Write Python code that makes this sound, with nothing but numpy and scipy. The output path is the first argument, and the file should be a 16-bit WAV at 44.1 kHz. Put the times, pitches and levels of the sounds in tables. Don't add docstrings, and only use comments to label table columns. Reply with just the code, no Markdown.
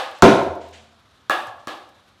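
import sys
import numpy as np
from scipy import signal
from scipy.io import wavfile
from scipy.ndimage import uniform_filter1d

SR = 44100
rng = np.random.default_rng(int(sys.argv[2]) if len(sys.argv) > 2 else 0)


def how_loud(loudness_db):
    steps = np.asarray(loudness_db, float) / 20
    return 10 ** steps


def master_out(mix):
    frames = np.transpose(np.atleast_2d(mix))
    ceiling = np.clip(frames, -1, 1)
    pcm = np.round(ceiling * 32767).astype(np.int16)
    wavfile.write(sys.argv[1], SR, pcm)


N = 97020
LEAD = SR // 5

# time in seconds, delay of the first wall echo in seconds.
STICK_TIMES = [(-.07, .0095), (1.2970, .0100), (1.6726, .0089)]
# ring level in dB, crack level in dB, ring tilt in dB per octave,
# crack tilt in dB per octave, level in dB of the ball's thump on the floor.
STICK_HITS = [(-11, 1.5, -6.1, -2, -29), (-9, -5, -1.65, 2, -26), (-22.5, -11, -5.2, -1, -30)]
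# frequency in Hz, level in dB before the hit's strength and tilt,
# longest time in seconds to fade by 60 dB.
STICK_MODES = [(520, -17.5, 0.047), (598, -12.5, 0.031), (755, -6, 0.027), (860, -4.5, .02),
               (1120, -2, 0.024), (1295, -1, 0.017), (1684, -6, .055), (2765, -15, 0.0081),
               (3550, -11, 0.024), (4500, -13.5, .005)]
# frequency in Hz, gain in dB.
STICK_CRACK = [(200, -21.5), (700, -3.5), (1500, 10), (2300, -4.5), (3500, 2.5), (4500, 1.5), (5700, -0.5),
               (8000, -2.5), (10000, -10.5), (12500, -8), (16500, -15.5)]
# frequency in Hz, level in dB before the hit's strength,
# longest time in seconds to fade by 60 dB.
BOARD_MODES = [(101.4, -6.5, 0.075), (131.2, -6.5, 0.11), (176.2, -2, 0.042), (225, -9.5, 0.12),
               (280, -4.5, 0.1), (346, 0, 0.04), (387.6, -3.5, 0.086), (508, -2.5, .04), (691, 1, 0.03),
               (920, -1.5, 0.028), (1052, -9, 0.061), (1380, 11.5, 0.008), (1700, -10.5, 0.006)]
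# frequency in Hz, gain in dB.
BOARD_CRACK = [(200, -41.5), (700, -33.5), (2000, 13), (2800, 5), (3800, 10.5), (4800, 7), (6200, 10.5),
               (9000, -0.5), (11500, -7.5), (14000, -10.5), (16500, -14)]
ECHO_DELAYS = [1, 1.5, 1.95, 2.7, 3.65]
ECHO_LEVELS = [-6, -13, -11, -16, -15]
# frequency in Hz, time in seconds to fade by 60 dB.
HALL_T60 = [(60, 0.2), (150, 0.44), (350, 0.56), (700, 0.77), (1500, 0.56), (3000, .5), (6000, 0.5),
            (12000, 0.49)]
# frequency in Hz, relative starting level in dB.
HALL_COLOUR = [(60, -22.5), (300, -1), (1500, -6), (2400, 9), (3600, 4.5), (5000, -2.5), (7000, -8),
               (11000, -3), (14000, -14), (16500, -10.5)]
# frequency in Hz, relative level in dB.
AIR_COLOUR = [(15, -79.5), (25, -61), (64, -15.5), (108, 2), (145, -18), (217, -10.5), (300, -13.5),
              (427, -17.5), (800, -18), (1250, -12.5), (1900, -21.5), (2800, -23), (3700, -19.5),
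              (5000, -27.5), (8000, -36.5), (12000, -40.5), (16500, -62.5)]
# time of the peak in seconds, level in dB.
TICKS = [(.112, -56), (.187, -57), (.432, -53), (.555, -60), (.687, -59), (.711, -63), (1.471, -52),
         (1.892, -62)]
# frequency in Hz, relative level in dB.
TICK_COLOUR = [(2000, -48), (5000, 6.5), (9000, -3), (15000, -4), (17000, -37)]
# start in seconds, hiss level in dB, rise in seconds,
# time in seconds for the hiss to fade by 60 dB, footfall thud level in dB.
SCUFFS = [(0.131, -36, 0.033, 0.23, -52.5), (0.598, -50, 0.013, 0.82, -53),
          (0.723, -44.5, 0.0076, 0.55, -65), (1.47, -43, 0.0075, 0.13, -40.5),
          (1.58, -48, 0.018, 0.15, -47), (1.802, -45, 0.033, 0.13, -56), (2.098, -77, 0.01, 0.1, -53.5)]
# frequency in Hz, relative level in dB.
SCUFF_COLOUR = [(880, -37), (1500, -6), (2040, -6.5), (2880, -4.5), (3550, -6.5), (5020, -13.5),
                (7540, -16), (16000, -51.5)]
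# frequency in Hz, level in dB, time in seconds to fade by 60 dB, rise in seconds.
LOW_TONES = [(82, -36, 1.8, .15), (223, -54, 3.5, .2)]

BOARD_S, BOARD_ECHO_S = .2227, .0054
BOARD_RING_DB, BOARD_CRACK_DB = 0.93, 2.2
BOARD_PUSH_S, STICK_PUSH_S = .0012, .0003
THUMP_HZ, THUMP_T60_S = 324, 0.029
MOST_CYCLES, DAMPED_HZ = 80, 2800
SCATTER_DB, SCATTER_S = -8, .002
GROUND_S, GROUND_DB = .0007, -4
HALL_DB, HALL_RISE_S = 6.5, .007
AIR_DB = -57.5
AIR_PATCH_DB, FLICKER_DB, FLICKER_FROM_HZ = .8, 2.5, 4000
TICK_S = .003
BRISTLE_DB = 0.5
THUD_HZ, THUD_T60_S = 109, 0.16
WAVER_DB = 4
MIC_LOW_HZ = 60
DRIVE_CURVE, CEILING = 3.2, 1.03


def evened(x):
    return x / np.sqrt(np.mean(x ** 2) + 1e-20)


def read(points, hz):
    f, value = np.transpose(points)
    return np.interp(np.log(hz + 1), np.log(f + 1), value)


def add(mix, s, sound):
    part = mix[LEAD + round(s * SR):][:len(sound)]
    part += sound[:len(part)]


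def coloured(x, points):
    log_gain = np.log(how_loud(read(points, abs(np.fft.fftfreq(4096, 1 / SR)))))
    response = np.exp(np.conj(signal.hilbert(log_gain)))
    taps = np.fft.ifft(response).real[:2048]
    return signal.fftconvolve(x, taps)[:len(x)]


def knock(modes, crack, crack_db, push_s, echo_s):
    t = np.arange(SR + SR // 2) / SR
    ring = np.zeros(len(t))
    for k, (hz, db, t60) in enumerate(modes):
        longest_s = MOST_CYCLES / hz / (1 + (hz / DAMPED_HZ) ** 4)
        fade = how_loud(db - 60 * t / min(t60, longest_s))
        ring += (-1) ** k * fade * np.sin(2 * np.pi * hz * t)
    ring *= 1 - np.exp(-(t / push_s) ** 2)
    click = (t == 0).astype(float)
    snap = how_loud(crack_db) * coloured(click, crack)

    early = SR // 10
    walls = rng.standard_normal(early) * np.exp(-t[:early] / SCATTER_S)
    walls = how_loud(SCATTER_DB) * walls / np.linalg.norm(walls)
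    walls[0] = 1
    walls[round(GROUND_S * SR)] = how_loud(GROUND_DB)
    for delay, db in zip(ECHO_DELAYS, ECHO_LEVELS):
        walls[round(delay * echo_s * SR)] = how_loud(db)
    near = signal.fftconvolve(ring + snap, walls)[:len(t)]
    return near + hall(ring) + hall(snap)


def hall(x):
    hz, t, z = signal.stft(rng.standard_normal(SR), SR, nperseg=256)
    gain_db = read(HALL_COLOUR, hz)[:, None] - 60 * t / read(HALL_T60, hz)[:, None]
    tail = signal.istft(z * how_loud(gain_db), SR, nperseg=256)[1][:SR]
    tail = tail * (1 - np.exp(-(np.arange(SR) / SR / HALL_RISE_S) ** 2))
    tail = tail / np.linalg.norm(tail)
    return how_loud(HALL_DB) * signal.fftconvolve(x, tail)[:len(x)]


def stick_hit(echo_s, ring_db, crack_db, tilt_db, crack_tilt_db, thump_db):
    modes = [(THUMP_HZ, thump_db, THUMP_T60_S)]
    for hz, db, t60 in STICK_MODES:
        modes.append((hz, ring_db + db + tilt_db * np.log2(hz / 1000), t60))
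    crack = [(hz, db + crack_tilt_db * np.log2(hz / 4000)) for hz, db in STICK_CRACK]
    return knock(modes, crack, crack_db, STICK_PUSH_S, echo_s)


def air():
    hz, t, z = signal.stft(rng.standard_normal(N + 2048), SR, nperseg=1024, noverlap=768)
    patches = uniform_filter1d(rng.standard_normal(z.shape), size=8, axis=0)
    patches = evened(uniform_filter1d(patches, size=12, axis=1))
    flicker = evened(uniform_filter1d(rng.standard_normal(len(t)), size=3))
    flicker = flicker * (hz / (hz + FLICKER_FROM_HZ))[:, None]
    z = z * how_loud(read(AIR_COLOUR, hz)[:, None] + AIR_PATCH_DB * patches + FLICKER_DB * flicker)
    noise = signal.istft(z, SR, nperseg=1024, noverlap=768)[1][:N]
    return how_loud(AIR_DB) * evened(noise)


def tick(db):
    t = np.arange(SR // 20) / SR
    burst = evened(coloured(rng.standard_normal(len(t)), TICK_COLOUR))
    swell = t / TICK_S * np.exp(1 - t / TICK_S)
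    return how_loud(db) * burst * swell


def scuff(db, rise_s, t60, thud_db):
    t = np.arange(SR // 2) / SR
    grit, uneven = rng.standard_normal((len(t), 2)).T
    uneven = evened(uniform_filter1d(uneven, size=150))
    hiss = evened(coloured(grit * how_loud(BRISTLE_DB * uneven), SCUFF_COLOUR))
    thud = np.sin(2 * np.pi * THUD_HZ * t) * how_loud(thud_db - 60 * t / THUD_T60_S)
    rise = 1 - np.exp(-(t / rise_s) ** 2)
    return (hiss * how_loud(db - 60 * t / t60) + thud) * rise


def board_hit():
    modes = [(hz, BOARD_RING_DB + db, t60) for hz, db, t60 in BOARD_MODES]
    return knock(modes, BOARD_CRACK, BOARD_CRACK_DB, BOARD_PUSH_S, BOARD_ECHO_S)


def low_tone(hz, db, t60, rise_s):
    t = np.arange(SR + SR // 2) / SR
    waver = uniform_filter1d(rng.standard_normal(len(t)), size=2000)
    waver = evened(uniform_filter1d(waver, size=2000))
    level = how_loud(db - 60 * t / t60 + WAVER_DB * waver)
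    return level * np.sin(2 * np.pi * hz * t) * (1 - np.exp(-(t / rise_s) ** 2))


def scene():
    mix = np.zeros(LEAD + N)
    for (s, echo_s), strength in zip(STICK_TIMES, STICK_HITS):
        add(mix, s, stick_hit(echo_s, *strength))
    for s, db in TICKS:
        add(mix, s - TICK_S, tick(db))
    for s, *row in SCUFFS:
        add(mix, s, scuff(*row))
    add(mix, BOARD_S, board_hit())
    for row in LOW_TONES:
        add(mix, BOARD_S, low_tone(*row))
    low_cut = signal.butter(2, MIC_LOW_HZ, "high", fs=SR)
    return signal.lfilter(*low_cut, mix)[None, LEAD:] + air()


def band_limit(x):
    return signal.sosfilt(signal.butter(12, 16760, fs=SR, output="sos"), x)


def record(dry):
    squash = (1 + abs(dry / CEILING) ** DRIVE_CURVE) ** (1 / DRIVE_CURVE)
    mix = dry / squash
    return band_limit(mix)


dry = scene()
out = record(dry)
master_out(out)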